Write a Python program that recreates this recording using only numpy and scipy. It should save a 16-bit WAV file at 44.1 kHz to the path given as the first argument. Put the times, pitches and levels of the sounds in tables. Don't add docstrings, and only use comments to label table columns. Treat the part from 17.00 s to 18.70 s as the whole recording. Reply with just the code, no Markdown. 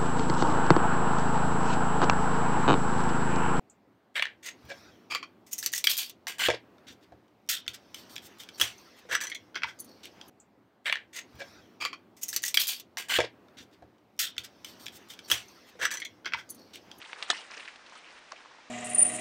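import sys
import numpy as np
from scipy import signal
from scipy.fft import rfft, irfft
from scipy.io import wavfile
from scipy.ndimage import uniform_filter1d

SR = 44100
rng = np.random.default_rng(int(sys.argv[2]) if len(sys.argv) > 2 else 0)


def file_out(sig):
    cols = np.atleast_2d(sig).T
    lim = np.clip(cols, -1, 1)
    pcm = np.round(lim * 32767).astype(np.int16)
    wavfile.write(sys.argv[1], SR, pcm)


def attenuation_scalar(level_db):
    decades = np.asarray(level_db, float) / 20
    return 10 ** decades


N = 74970
t = np.arange(N) / SR

# start in seconds, peak level in dB, pitch in Hz, time for the tail to fall 60 dB in seconds,
# length of the click in cycles.
STONE_SNAPS = [(0.0160, -32, 2825, 0.045, 2.5), (0.0232, -31.5, 2250, 0.04, 0.99),
               (.0418, -38, 2000, .02, 2.4), (.1300, -21.5, 2190, 0.022, 1.13),
               (.1597, -36, 1700, 0.027, 1.4), (0.1662, -36.5, 1480, 0.023, 1.4),
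               (0.225, -15.5, 3230, 0.029, 1.16), (0.3007, -11.5, 3760, 0.013, 4.5),
               (0.302, -15, 5680, 0.0049, 2.9), (0.516, -28.5, 1930, 0.019, 0.7),
               (0.5764, -34.5, 2720, 0.041, 6), (0.5965, -30, 2470, 0.085, 0.73),
               (0.6553, -35.5, 1860, 0.031, 2.3), (0.6772, -28, 2310, 0.12, 1.8),
               (.6830, -33.5, 2100, 0.071, 3.2), (0.758, -33.5, 3000, 0.034, 0.86),
               (0.8623, -39, 3320, 0.074, 1.2), (0.896, -39, 4550, 0.031, 0.97),
               (0.9523, -38, 4000, 0.15, 1.1), (1.0443, -39, 2580, 0.029, 2.05),
               (1.0528, -47, 2400, 0.027, 1.2), (1.3190, -30.5, 5400, 0.014, 2.6),
               (1.3218, -39.5, 4380, .01, 3.9), (1.3203, -36, 2350, 0.1, 1.4),
               (1.3618, -39.5, 2390, 0.023, 2.5), (1.4042, -37.5, 2160, 0.021, 0.88)]

# start in seconds, length in seconds, rms level in dB, pitch in Hz.
GRIT_PATCHES = [(0.024, 0.007, -49, 3136), (0.046, 0.0132, -50.5, 2880), (0.093, 0.0064, -49, 1450),
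                (0.102, 0.011, -56, 1404), (0.111, .007, -53, 3000), (0.243, 0.027, -52.5, 3240),
                (0.319, 0.04, -45.5, 1620), (0.33, 0.051, -52.5, 4920), (0.344, 0.029, -59, 8000),
                (0.364, 0.015, -54.5, 4330), (0.502, 0.0053, -44.5, 1460), (0.509, 0.0056, -50.5, 4980),
                (0.535, 0.018, -49, 1850), (0.539, 0.01, -54.5, 5730), (0.568, 0.0071, -54, 5560),
                (0.57, 0.0065, -49, 1970), (0.575, 0.0067, -48, 3900), (0.571, 0.032, -58, 400),
                (0.597, 0.012, -49, 2000), (0.599, .008, -62, 3700), (0.621, 0.015, -52, 2640),
                (0.651, 0.007, -46.5, 2620), (.651, 0.0082, -52.5, 3940), (0.669, 0.027, -63, 2500),
                (0.858, 0.0168, -60, 3500), (0.894, 0.0033, -53, 1800), (.972, 0.0164, -64, 8500),
                (0.964, 0.033, -58.5, 2800), (1.058, 0.05, -57.5, 2320), (1.356, 0.03, -57.5, 2500),
                (0.188, 0.006, -66, 8750),]

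# start in seconds, peak level in dB, pitch in Hz.
GRIT_TICKS = [(0.0515, -43.5, 3350), (0.0594, -38.5, 3000), (0.234, -42, 3740), (0.2349, -40, 1920),
              (0.251, -41, 3156), (0.2614, -44, 4200), (0.2642, -44, 3950), (0.2943, -43, 3420),
              (0.3282, -34, 2580), (0.327, -41, 3740), (0.3277, -40, 2670), (0.3355, -37, 1760),
              (0.3356, -35, 5000), (0.3404, -46, 3000), (0.3416, -48, 4420), (0.3451, -38, 2830),
              (0.346, -43, 4930), (0.3494, -31, 2750), (0.3491, -43, 4690), (0.3526, -50, 2270),
              (0.354, -38, 3000), (0.3578, -41, 1760), (0.3589, -39, 2850), (0.3616, -38.5, 2030),
              (0.3664, -42, 3740), (0.3698, -37, 2830), (0.3755, -39, 3000), (0.3787, -42.5, 4930),
              (0.379, -38, 2830), (0.381, -41, 4420), (0.3802, -47, 3000), (0.3844, -41, 3000),
              (0.4177, -43, 3740), (0.5118, -38, 5440), (0.5374, -43, 2250), (0.5441, -50.5, 5830),
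              (0.5503, -44.5, 2850), (0.5535, -45, 2680), (0.567, -43, 5800), (0.5701, -50, 2260),
              (0.5717, -43.5, 5770), (0.5743, -38, 1720), (0.5851, -43, 2400), (0.6049, -41, 3950),
              (0.607, -38, 2670), (0.9771, -46.5, 3000), (1.0392, -48, 2270), (1.0547, -46, 2680),
              (1.077, -46, 2810), (1.1071, -46.5, 4670), (1.3655, -49, 2530), (1.3697, -46, 2830)]

# start in
# seconds, peak level in dB, pitch in Hz, time to fall 60 dB in seconds.
DULL_PINGS = [(.058, -48, 880, 0.04), (.1305, -35.5, 842, 0.0245), (0.227, -42, 1160, 0.017),
              (0.3024, -22.5, 1255, 0.029), (0.2644, -43.5, 1240, .02), (.2992, -21.5, 760, 0.0116),
              (.301, -37, 396, 0.029), (.301, -53, 298.5, 0.3), (0.302, -55, 190, 0.22),
              (.3015, -34.5, 696, 0.051), (.3305, -33, 936, 0.012), (0.361, -43.5, 900, 0.0065),
              (0.792, -49, 1280, 0.026), (0.822, -50, 1300, .02), (0.923, -49, 1026, 0.042),
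              (.955, -43.5, 1270, 0.0704), (.962, -38.5, 563, 0.0088), (1.3169, -36, 1110, 0.0078),
              (1.3206, -32.5, 1130, 0.013), (1.3238, -44, 513, 0.027), (1.329, -44, 656, 0.057),
              (1.4499, -38, 1150, 0.0098), (1.458, -40, 1010, 0.015), (1.5105, -43.5, 982, 0.014),
              (1.547, -49.5, 990, 0.025), (1.586, -44.5, 900, 0.036), (1.514, -44.5, 980, .015)]

# start in seconds, level in dB, favoured pitch in Hz.
FRAME_HITS = [(.3010, -28, 7900), (.3016, -24, 3640), (.3033, -24.5, 5830), (.3037, -19.5, 1700),
              (.3058, -50, 1720), (.3068, -22.5, 3300), (.309, -31, 3280), (.3119, -22.5, 3300),
              (.3118, -32, 7040), (.3146, -28, 3370), (.3198, -32, 1800), (.322, -40, 3320)]

# pitch in Hz, level in dB, time to fall 60 dB in seconds.
FRAME_MODES = [(680, -10, 0.035), (1255, 3, 0.02), (1770, 5, 0.035), (2517, -22, 0.057), (3000, 0, 0.061),
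               (3397, 5.5, 0.0276), (3574, -1.5, 0.054), (3740, 7, 0.0067), (4097, -4, 0.063),
               (4983, -10, 0.021), (5500, 1.5, 0.023), (6520, -7.5, 0.02), (6930, -5.5, 0.036),
               (7810, 1, 0.021)]

# pitch in Hz, width in Hz, level in dB,
# start in seconds, length in seconds.
SPOKE_RINGS = [
    (2030, 16, -49, .338, 0.018),
    (2470, 50, -49.5, .338, 0.012),
    (2875, 18, -49.5, .372, 0.03),
    (3000, 35, -58, .34, 0.0094),
    (4780, 80, -59.5, 0.37, 0.024),
    (8270, 240, -57.5, 0.31, 0.047),
]

# time in seconds, level in dB.
ROLLING_LOAD = [(0, -46.5), (.12, -48.5), (.2, -46), (.28, -44), (.36, -44), (.42, -46), (.49, -48),
                (.56, -44), (.64, -48), (.72, -51), (.84, -59), (.94, -51.5), (1.0, -52.5), (1.1, -52.5),
                (1.2, -55), (1.38, -55.5), (1.7, -61)]

# frequency in Hz, level in dB per Hz.
GRIT_TONE = [(120, -45), (200, -17), (279, -30), (415, -5.5), (904, -0.5), (2440, -1), (10500, -20),
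             (13600, -34), (22000, -120)]

# frequency in Hz, level in dB per Hz.
HISS_TONE = [(15, -40), (25, -36), (298, -2), (435, -4.5), (481, -3), (1110, -2), (1750, -1.5),
             (5870, -12.5), (10500, -33.5), (13600, -35), (22000, -120)]


def unit(x):
    return x / np.sqrt(np.mean(x ** 2) + 1e-30)


def band(x, hz, width):
    return signal.lfilter(*signal.iirpeak(min(hz, 15000), hz / max(width, 5), fs=SR), x)


def colour(x, tone):
    f = np.fft.rfftfreq(len(x), 1 / SR) + 1
    hz, db = np.transpose(tone)
    gain = attenuation_scalar(np.interp(np.log(f), np.log(hz), db))
    return irfft(rfft(x) * gain, len(x))


def walk(rate):
    k = int(SR / rate)
    steps = np.repeat(rng.standard_normal(N // k + 1), k)
    return 0.74 * uniform_filter1d(uniform_filter1d(steps, k), k)[:N]


def fade(u, t60):
    return (u >= 0) * np.exp(-np.log(1000) * np.maximum(u, 0) / max(t60, 1e-3))


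def bell(mid, hz, cycles):
    return np.exp(-(mid * hz / cycles * 2) ** 2) * np.cos(2 * np.pi * hz * mid)


def grains(count, per_s, spread_db):
    chance, side, size = rng.random((count, 3)).T
    return (chance < per_s / SR) * np.sign(side - .5) * attenuation_scalar(-spread_db * np.log(size + .03))


def add(out, s, make, size=6000):
    i = max(int(s * SR) - 64, 0)
    u = t[i:i + size] - s
    out[i:i + size] += make(u)


def stone_snaps():
    out = np.zeros(N)
    for s, db, hz, t60, cycles in STONE_SNAPS:
        noise = rng.standard_normal(6000)

        def make(u):
            n = noise[:len(u)]
            mid = u - 0.001254
            edge = attenuation_scalar(-35) * unit(band(n, 5300, 6000)) * fade(mid, 0.0037)
            fragments = unit(band(band(n[::-1], hz, 1.13 * hz), 0.64 * hz, 0.87 * hz))
            tail = attenuation_scalar(-15.5) * fragments * fade(mid - 0.0013 / 2, t60)
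            return attenuation_scalar(db) * (bell(mid, hz, cycles) + edge + tail)
        add(out, s, make)
    return out


def grit_crunch():
    out = np.zeros(N)
    for s, dur, db, hz in GRIT_PATCHES:
        reach = min(.24, (1700 / hz) ** 1.6) * 1.6
        octaves = np.linspace(-1, 1, 5) * reach + .04 * rng.standard_normal(5)
        g = 0
        for f in hz * 2 ** octaves:
            rough = band(grains(6000, 2000, 4.0), f, f / 2)
            g = g + band(rough, f, min(f / 8, 600))
        g = g[300:]
        g = g / np.std(g[64:64 + int(1.3 * dur * SR)])

        def make(u):
            rise = np.clip(u / .002, 0, 1)
            fall = np.clip((dur - u) / (.35 * dur) + 1, 0, 1)
            return attenuation_scalar(db) * g[:len(u)] * rise * fall
        add(out, s, make, size=5000)
    return out


def grit_ticks():
    out = np.zeros(N)
    for s, db, hz in GRIT_TICKS:
        add(out, s - .004, lambda u: attenuation_scalar(db) * bell(u - .004, hz, 4.7), size=500)
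    return out


def dull_pings():
    out = np.zeros(N)
    for s, db, hz, t60 in DULL_PINGS:
        noise = rng.standard_normal(6000)
        scrape = attenuation_scalar(-3.5) * unit(band(band(noise, hz, hz / 2), hz, hz / 2))

        def make(u):
            soft_start = np.clip(u / .0008, 0, 1)
            return attenuation_scalar(db) * (np.sin(2 * np.pi * hz * u) + scrape[:len(u)]) * fade(u, t60) * soft_start
        add(out, s, make)
    return out


def frame_knock():
    out = np.zeros(N)
    hz, gain_db, t60 = np.transpose(FRAME_MODES)
    for k, (s, db, near) in enumerate(FRAME_HITS):
        noise = rng.standard_normal(6000)
        signs = (-1.) ** (np.arange(len(hz)) + k)
        favour = np.exp(-(np.log2(hz / near) / 0.63) ** 2)
        g = signs * attenuation_scalar(gain_db) * favour
        g = g / np.sqrt(np.sum(g ** 2))

        def make(u):
            modes = sum(a * np.sin(2 * np.pi * f * u) * fade(u, d) for a, f, d in zip(g, hz, t60))
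            hiss = unit(band(band(noise[:len(u)], near, 0.82 * near), near, 0.82 * near))
            return attenuation_scalar(db) * (modes + attenuation_scalar(-5.5) * hiss * fade(u, 0.014))
        add(out, s, make)
    return out


def spoke_rings():
    out = np.zeros(N)
    for f, width, db, s, dur in SPOKE_RINGS:
        push = grains(N, 6000, 1.5) * fade(t - s, 4 * dur) * (t < s + dur)
        damping = attenuation_scalar(-900 * np.maximum(t - s - dur, 0))
        ring = band(push, f, width) * damping
        out += attenuation_scalar(db) * unit(ring) * np.sqrt(dur * SR / N)
    return out


def rolling_grit(load):
    shared = 4.8 * walk(40.22)
    grit = 0
    for hz in 350 * 2 ** np.arange(0, 5, .35):
        ring = unit(band(grains(N, 700, 2), hz, hz / 3.6))
        grit = grit + ring * np.sqrt(hz) * attenuation_scalar(4.9 * walk(69.5) + shared)
    return unit(colour(grit, GRIT_TONE)) * attenuation_scalar(load - 5)


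def tyre_hiss(load):
    level_db = -56.5 + 0.084 * (load - load.min()) + 0.67 * walk(15.0)
    return unit(colour(rng.standard_normal(N), HISS_TONE)) * attenuation_scalar(level_db)


def wind():
    return unit(band(rng.standard_normal(N), 45, 110)) * attenuation_scalar(-81 + 3.5 * walk(14))


def scene():
    hits = stone_snaps() + grit_crunch() + grit_ticks() + dull_pings() + frame_knock() + spoke_rings()
    no_bass = signal.butter(4, 190, "high", fs=SR, output="sos")
    load = np.interp(t, *np.transpose(ROLLING_LOAD))
    background = rolling_grit(load) + tyre_hiss(load) + wind()
    return (background + signal.sosfilt(no_bass, hits))[None]


def band_limit(x):
    return signal.sosfilt(signal.butter(12, 10840, fs=SR, output="sos"), x)


def record(dry):
    ceiling, top_hz, self_noise_db = 1.1, 11150, -99
    rounded = ceiling * np.tanh(dry / ceiling)
    top_cut = signal.cheby2(10, 60, top_hz + 500, fs=SR, output="sos")
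    x = signal.sosfilt(top_cut, rounded)
    mix = x + attenuation_scalar(self_noise_db) * rng.standard_normal(dry.shape)
    return band_limit(mix)


dry = scene()
out = record(dry)
file_out(out)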